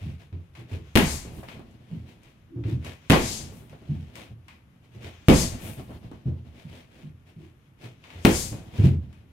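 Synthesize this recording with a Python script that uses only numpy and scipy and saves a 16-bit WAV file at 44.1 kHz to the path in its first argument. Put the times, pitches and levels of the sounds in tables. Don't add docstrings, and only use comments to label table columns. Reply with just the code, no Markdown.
import sys
import numpy as np
from scipy import signal
from scipy.fft import rfft, irfft, next_fast_len
from scipy.io import wavfile
from scipy.ndimage import map_coordinates

SR = 44100
rng = np.random.default_rng(int(sys.argv[2]) if len(sys.argv) > 2 else 0)


def digitize_waveform(pressure):
    field = np.atleast_2d(pressure).T
    bounded = np.clip(field, -1, 1)
    quanta = np.round(bounded * 32767).astype(np.int16)
    wavfile.write(sys.argv[1], SR, quanta)


N = 411004
T = np.arange(2 ** 15) / SR
CLOCK = np.arange(N) / SR

# start in seconds, push in dB, push pitch in Hz, then boom, knock and smack in dB.
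KICKS = [(0.955, -4.5, 111, -15, -17.5, -21), (3.1006, -1.5, 133.5, -14.5, -16.5, -20),
         (5.284, -0.5, 138.5, -10.5, -13, -23.5), (8.2499, 0.5, 179.4, -16.5, -17.5, -26)]
# start in seconds, level in dB.
SLAPS = [(0.955, -24), (0.9604, -14), (0.9738, -11.5), (3.099, -23), (3.105, -18.5), (3.1222, -23.5),
         (5.2851, -15), (5.299, -25), (8.25, -15), (8.2533, -13)]
# start in seconds, level in dB, shell pitch in Hz.
RIM_LANDINGS = [(1.251, -40, 400), (1.431, -36.5, 595), (1.594, -37, 291), (3.131, -10.5, 760),
                (3.15, -15.5, 345), (3.73, -43, 530), (5.291, -13.5, 247), (5.314, -15.5, 364),
                (5.797, -33, 255), (5.905, -38, 229), (6.115, -36, 290), (8.254, -10, 327),
                (8.528, -32, 258)]
# centre in seconds, level in dB, half length in seconds,
# tilt in dB per octave, loss per later swing in dB.
PUFFS = [(1.086, -33.5, 0.075, -3.5, 26.5), (3.274, -32.5, 0.1, -6.5, 29), (5.376, -26, 0.056, -4.5, 22.5),
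         (8.359, -29.5, 0.078, -2, 43)]
# start in seconds, level in dB, board pitch in Hz, heel knock in dB.
FOOTFALLS = [(.014, -28.5, 100.3, -23), (.054, -27, 143.4, -23), (.324, -30, 89.3, -8),
             (.714, -27, 93.4, -4.5), (1.913, -26, 163.4, -18), (2.558, -28, 118, -5.5),
             (2.645, -23, 108.4, -7.5), (2.721, -20.5, 123.6, -20), (3.889, -19.5, 148.8, -39),
             (4.3, -36.5, 112, -16.5), (6.254, -18.5, 130.5, -10.5), (6.646, -33.5, 158.7, -28),
             (7.031, -33, 152.5, -20.5), (7.359, -36.5, 155, -32), (8.784, -12, 105, -11),
             (8.835, -5, 135.4, -16), (9.068, -41.5, 119, -20)]
# step time in seconds, its slide in dB, pivot time in seconds,
# its slide in dB, that slide's half length in seconds.
WINDUPS = [(0.578, -53.5, .722, -47.5, 0.039), (2.688, -48, 2.87, -43, 0.041),
           (4.948, -57.5, 5.045, -43, .035), (7.834, -47.5, 8.15, -51.5, 0.1)]
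# centre in seconds, level in dB, pitch in Hz.
GROANS = [(2.553, -39, 314), (2.676, -36.5, 309), (7.421, -52.5, 338)]
# start in seconds, level in dB, treble in dB.
TAPS = [(0.327, -44, -38), (0.552, -35.5, -20), (1.434, -41, -15.5), (1.486, -30, -24), (1.71, -63, 1),
        (2.233, -46, -12), (2.638, -35, -55), (2.847, -31, -12), (2.933, -40.5, -14.5), (3.57, -49, -6),
        (3.696, -41.5, -17), (4.155, -32.5, -10.5), (4.482, -33.5, -19.5), (5.795, -39.5, -13),
        (6.114, -48.5, -16.5), (8.04, -37, -22), (8.103, -34.5, -23), (9.128, -44, -16.5)]
# centre in seconds, level in dB, half length in seconds.
SWISHES = [(0.045, -52, 0.086), (0.204, -55, .019), (1.504, -49, 0.042), (1.933, -60.5, 0.1),
           (2.092, -55.5, 0.041), (2.255, -60, 0.061), (3.969, -59.5, 0.23), (4.19, -46, 0.05),
           (4.527, -62.5, 0.033), (4.841, -64, 0.026), (5.656, -46, 0.077), (6.585, -54.5, 0.056),
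           (6.742, -50.5, 0.071), (6.972, -56.5, 0.084), (7.278, -58.5, 0.023), (7.426, -61.5, 0.065),
           (8.786, -44, 0.063), (8.845, -38.5, 0.019)]

# frequency in Hz, relative spectral density in dB.
BAG_BOOM = [(25, -15), (45, -12.5), (70, -2), (120, -6), (185, 4), (280, -11), (450, -20.5), (900, -27.5)]
BASE_KNOCK = [(120, -29), (250, -2.5), (340, -3.5), (480, -6.5), (620, -13.5), (1000, -18.5), (1400, -39),
              (3000, -50)]
COVER_SMACK = [(300, -16.5), (700, 3), (1000, 1), (1400, -6), (2000, 0), (2800, -2.5), (4000, -9.5),
               (7000, -16.5), (11000, -20.5), (16000, -31)]
SKIN_CRACK = [(400, -9), (1500, 4), (3200, 4.5), (5000, -14), (8000, -13), (12000, -10), (16000, -14.5)]
RIM_CLACK = [(400, -1), (750, 6), (1200, -10.5), (3000, -21), (8000, -20)]
FOAM_HISS = [(1500, -33), (3400, -9), (4500, -5), (5400, -2.5), (6700, -2.5), (8500, -2.5), (11000, -5.5),
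             (16000, -15.5)]
BASE_SLOSH = [(30, -9.5), (70, 3.5), (130, 3.5), (250, -5), (450, -14.5), (750, -16.5), (1300, -28),
              (3000, -26.5), (8000, -45.5)]
BAG_SWAY = [(15, -4.5), (30, 1), (48, -7.5), (70, -28.5), (140, -50)]
FLOOR_THUD = [(30, -31), (55, -20), (80, 4), (120, 0.5), (180, 1), (260, -11), (400, -25), (800, -52.5)]
HEEL_KNOCK = [(150, -19), (320, 2.5), (450, -4), (700, -16.5), (1200, -26), (3000, -46)]
TAP_BODY = [(300, -41.5), (900, 2), (1500, -4.5), (2400, 2), (3400, -5.5), (5000, -15), (9000, -34.5)]
TAP_TREBLE = [(2500, -24), (5500, 3.5), (9000, -0.5), (16000, -10)]
RUBBING = [(200, 7.5), (700, 3.5), (1200, -5), (2400, 3), (3300, -0.5), (4500, -7.5), (8000, -13.5),
           (16000, -17)]
CLOTH_RUSTLE = [(300, 3), (1200, -3.5), (2600, 0.5), (3400, -2.5), (4500, -12), (6500, -11.5), (9000, -24),
                (16000, -24.5)]
STILL_ROOM = [(12, -45), (20, -9.5), (60, 0.5), (123, 6), (337, -10), (410, -13.5), (738, -20), (1260, -20),
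              (2390, -26), (3070, -29.5), (4180, -38.5), (7520, -44), (12100, -35), (16000, -57)]

# frequency in Hz, width in Hz, level in dB.
SEAM_MODES = [(4650, 230, -5), (6500, 540, -1.5), (7540, 140, 0.5)]
# frequency in Hz, width in Hz, level in dB.
ROOM_MODES = [(118.5, 12, -7.5), (241.6, 36, -2.5), (332.5, 18, -1.5), (519.3, 3.3, -5), (642, 13, -3.5),
              (662, 9, -12), (1050, 60, -9)]
# frequency in Hz, nominal time to fall 60 dB in seconds.
ROOM_T60 = [(60, 0.77), (150, 0.38), (400, 0.46), (1000, 0.46), (2500, 0.5), (6000, 0.32), (14000, 0.56)]
# frequency in Hz, left-right correlation.
COHERENCE = [(100, 0.94), (280, 0.86), (500, 0.49), (900, 0), (3000, 0.034), (8000, 0.11)]
# frequency in Hz, left minus right in dB.
BALANCE = [(120, -0.6), (300, -0.5), (700, -0.5), (1400, 3.5), (3000, 6.5), (5500, 9), (9000, 8.5),
           (14000, 6)]


def kicks(push_t60=0.013, contact_t60=0.031, crack_t60=0.0035):
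    out = np.zeros((2, N))
    for s, push_db, hz, boom_db, knock_db, smack_db in KICKS:
        push = -np.sin(2 * np.pi * hz * T + 0.26) * strike(rise=0.00014, t60=push_t60)
        boom = amp(boom_db) * ring(BAG_BOOM, rise=0.0064, stretch=0.82)
        knock = amp(knock_db) * ring(BASE_KNOCK, rise=0.0065, stretch=0.76)
        contact = coloured(COVER_SMACK) * decay(contact_t60)
        smack = amp(smack_db) * (contact + ring(COVER_SMACK, rise=0.01))
        add(out, s, amp(push_db) * push + boom + knock + smack)
    for s, db in SLAPS:
        crack = coloured(SKIN_CRACK) * decay(crack_t60)
        echo = amp(-27) * ring(SKIN_CRACK, rise=0.0053, stretch=0.8)
        add(out, s, amp(db + 9.5) * (crack + echo))
    return out


def rocking(first_s=0.3, gap_s=0.062, scatter_s=0.029, shell_hz=376, spread_octaves=0.27, count=6):
    out, landings = np.zeros((2, N)), list(RIM_LANDINGS)
    for kick_s, _, _, boom_db, _, _ in KICKS:
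        for k, (late, higher) in enumerate(rng.standard_normal((count, 2))):
            s = kick_s + first_s + k * gap_s + np.sqrt(k) * scatter_s * late
            landings.append((s, boom_db - 32, shell_hz * 2 ** (spread_octaves * higher)))
    for s, db, hz in landings:
        shell = amp(1.5) * np.sin(2 * np.pi * hz * T) * strike(rise=0.00012, t60=0.019)
        clack = amp(-16) * coloured(RIM_CLACK) * decay(t60=0.035)
        hollow = amp(-8) * ring([(hz / 2, -10), (hz, 0), (2 * hz, -12)], rise=0.0019, stretch=0.43)
        add(out, s, amp(db) * (shell + clack + hollow))
    return out


def foam(whistle_db=-5.5, swing_s=0.265, swings=2):
    def seams(hz):
        return sum(amp(db) / (1 + (2 * (hz - centre) / width) ** 2) for centre, width, db in SEAM_MODES)

    out = np.zeros((2, N))
    for s, db, half, tilt_db, loss_db in PUFFS:
        air = coloured(FOAM_HISS, tilt_db) + amp(whistle_db) * noise(seams)
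        add(out, s - T.mean(), amp(db - 4.5) * air * swell(half, t60=0.34))
        for k in range(1, swings + 1):
            puff = coloured(FOAM_HISS, tilt_db=12.5) * swell(half=0.051, t60=0.56)
            add(out, s + k * swing_s - T.mean(), amp(db - k * loss_db) * puff)
    return out


def slosh_and_sway(slosh_db=-36.5, sway_db=-32):
    slosh, sway = np.zeros(N), np.zeros(N)
    mean_boom_db = np.mean([kick[3] for kick in KICKS])
    for s, _, _, boom_db, _, _ in KICKS:
        age = np.maximum(CLOCK - s, 0)
        force = amp(boom_db - mean_boom_db)
        slosh += force * strike(rise=0.035, t60=3.19, age=age)
        sway += force * strike(rise=0.005, t60=0.72, age=age)
    lumps = amp(4.3 * wobble(rate=28, size=N))
    water = amp(slosh_db) * slosh * unit(lumps * coloured(BASE_SLOSH, size=N))
    return water + amp(sway_db) * sway * coloured(BAG_SWAY, size=N)


def feet(settle_s=0.057, settle_db=-10.5):
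    out = np.zeros((2, N))
    for s, db, hz, knock_db in FOOTFALLS:
        add(out, s, amp(db) * thud(hz, knock_db))
        add(out, s + settle_s, amp(db + settle_db) * board(hz=84.35))
    for step_s, _, pivot_s, _, _ in WINDUPS:
        add(out, step_s, amp(-37.5) * thud(hz=120, knock_db=-1.5))
        add(out, pivot_s, amp(-37) * thud(hz=86.5, knock_db=-8.5))
    for s, db, hz in GROANS:
        groan = noise(lambda f: 1 / (1 + ((f - hz) / 45) ** 4))
        add(out, s - T.mean(), amp(db - 4.5) * groan * swell(half=0.041, t60=0.35))
    return out


def thud(hz, knock_db):
    spot = [(f * np.sqrt(hz / 125), db) for f, db in FLOOR_THUD]
    pat = amp(-8) * coloured(HEEL_KNOCK) * strike(rise=0.002, t60=0.019)
    floor = amp(-9.5) * ring(spot, rise=0.008)
    heel = amp(-9) * ring(HEEL_KNOCK, rise=0.018, stretch=0.74)
    return board(hz) + floor + amp(knock_db) * (pat + heel)


def board(hz, cycles=36):
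    return np.sin(2 * np.pi * hz * T) * strike(rise=0.01, t60=cycles / hz)


def taps():
    out = np.zeros((2, N))
    direct = 1 + 3.6 * np.exp(-T / 0.0012)
    for s, db, treble_db in TAPS:
        body = ring(TAP_BODY, rise=0.00044, stretch=0.85)
        tick = amp(treble_db + 5) * ring(TAP_TREBLE, rise=0.0003, stretch=0.64)
        add(out, s, amp(db - 18.5) * direct * (body + tick))
    return out


def swishes(level_db=-1.5):
    out = np.zeros((2, N))
    for step_s, step_db, pivot_s, pivot_db, half in WINDUPS:
        add(out, step_s - T.mean(), amp(step_db) * rub(half=0.036))
        add(out, pivot_s - T.mean(), amp(pivot_db) * rub(half, tilt_db=-2.5))
    for s, db, half in SWISHES:
        add(out, s - T.mean(), amp(db) * rub(half))
    return amp(level_db) * out


def rub(half, tilt_db=-2, grain_db=2):
    catching = amp(grain_db * wobble(rate=400, size=len(T)))
    return unit(catching * coloured(RUBBING, tilt_db)) * swell(half, t60=0.25)


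def cloth(rest_db=-76.5, effort_db=18, lag_s=0.12, half_s=0.42):
    effort = sum(np.exp(-((CLOCK - s - lag_s) / half_s) ** 2) for s, *_ in KICKS)
    folds_db = 3 * wobble(rate=16, size=N)
    return amp(rest_db + effort_db * effort + folds_db) * coloured(CLOTH_RUSTLE, size=N)


def room(x, wall_db=-20, echoes=14):
    m = next_fast_len(N + SR // 2)
    hz = np.fft.rfftfreq(m, 1 / SR)
    walls = np.zeros((2, m))
    for side in walls:
        signs = rng.choice([-1, 1], echoes)
        delays_s = rng.uniform(0.002, 0.02, echoes)
        side[(delays_s * SR).astype(int)] = signs
    bounce = amp(wall_db) * hz ** 2 / (hz ** 2 + 500 ** 2)
    early = (1 + bounce * rfft(walls)) / np.sqrt(1 + echoes * bounce ** 2)
    standing = sum(amp(db) * 1j * hz * width / (centre ** 2 - hz ** 2 + 1j * hz * width)
                   for centre, width, db in ROOM_MODES)
    return irfft(rfft(x, m) * early * (amp(2) + standing), m)[:, :N]


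def ring(spectrum, rise, stretch=1):
    hz = np.fft.rfftfreq(len(T), 1 / SR)
    gain = shape(spectrum, hz)
    field, out = diffuse(hz) * gain, np.zeros((2, len(T)))
    for low in 20 * 2 ** np.arange(10):
        band = (hz >= low) & (hz < 2 * low)
        energy_share = np.sum(gain[band] ** 2) / np.sum(gain ** 2)
        if energy_share > 1e-6:
            fade = strike(rise, t60=stretch * along(ROOM_T60, low * np.sqrt(2)))
            out += unit(irfft(field * band) * fade) * np.sqrt(energy_share * np.mean(fade ** 2))
    return out


def swell(half, t60):
    retained = amp(-120 / (t60 * SR))
    stroke = np.exp(-2 * ((T - T.mean()) / half) ** 2)
    power = signal.lfilter([1], [1, -retained], stroke)
    return np.sqrt(power / power.max())


def strike(rise, t60, age=T):
    return (1 - np.exp(-age / rise)) * decay(t60, age)


def decay(t60, age=T):
    return amp(-60 * age / t60)


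def wobble(rate, size):
    knots = rng.standard_normal(int(size * rate / SR) + 4)
    return map_coordinates(knots, [np.arange(size) * rate / SR], order=2)


def coloured(spectrum, tilt_db=0, size=len(T)):
    return noise(lambda hz: shape(spectrum, hz, tilt_db), size)


def noise(gain, size=len(T)):
    m = next_fast_len(size)
    hz = np.fft.rfftfreq(m, 1 / SR)
    return unit(irfft(diffuse(hz) * gain(hz), m)[:, :size])


def diffuse(hz):
    mid, side = np.exp(2j * np.pi * rng.random((2, len(hz))))
    angle = np.arccos(np.clip(along(COHERENCE, hz), -1, 1)) / 2
    mid, side = np.cos(angle) * mid, np.sin(angle) * side
    return np.array([mid + side, mid - side])


def shape(points, hz, tilt_db=0):
    high_skirt = 1 + (hz / (2 * points[-1][0])) ** 4
    low_skirt = 1 + (points[0][0] / (2 * hz + 1)) ** 2
    return amp(along(points, hz) + tilt_db * np.log2(1 + hz / 1000)) / (high_skirt * low_skirt)


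def along(points, hz):
    frequencies, values = np.transpose(points)
    return np.interp(np.log(hz + 1), np.log(frequencies), values)


def amp(db):
    return 10 ** (np.asarray(db) / 20)


def unit(x):
    return x / np.sqrt(np.mean(x ** 2) + 1e-20)


def add(track, s, sound):
    start = round(s * SR)
    sound = sound[..., max(-start, 0):N - start]
    track[:, max(start, 0):][:, :sound.shape[-1]] += sound


def scene():
    still_air = amp(-57) * coloured(STILL_ROOM, size=N)
    bag = kicks() + rocking() + foam() + slosh_and_sway()
    return room(bag + feet() + taps() + swishes() + cloth()) + still_air


def record(dry):
    ceiling, top_hz, edge_hz = 0.9, 15850, 700
    m = next_fast_len(N + SR // 4)
    hz = np.fft.rfftfreq(m, 1 / SR)
    shading = amp(np.outer([0.5, -0.5], along(BALANCE, hz)))
    heard = irfft(rfft(dry, m) * shading, m)
    rounded = heard / (1 + np.abs(heard / ceiling) ** 6) ** (1 / 6)
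    passband = np.clip((top_hz - hz) / edge_hz + 0.5, 0, 1)
    return irfft(rfft(rounded) * passband, m)[:, :N]


dry = scene()
out = record(dry)
digitize_waveform(out)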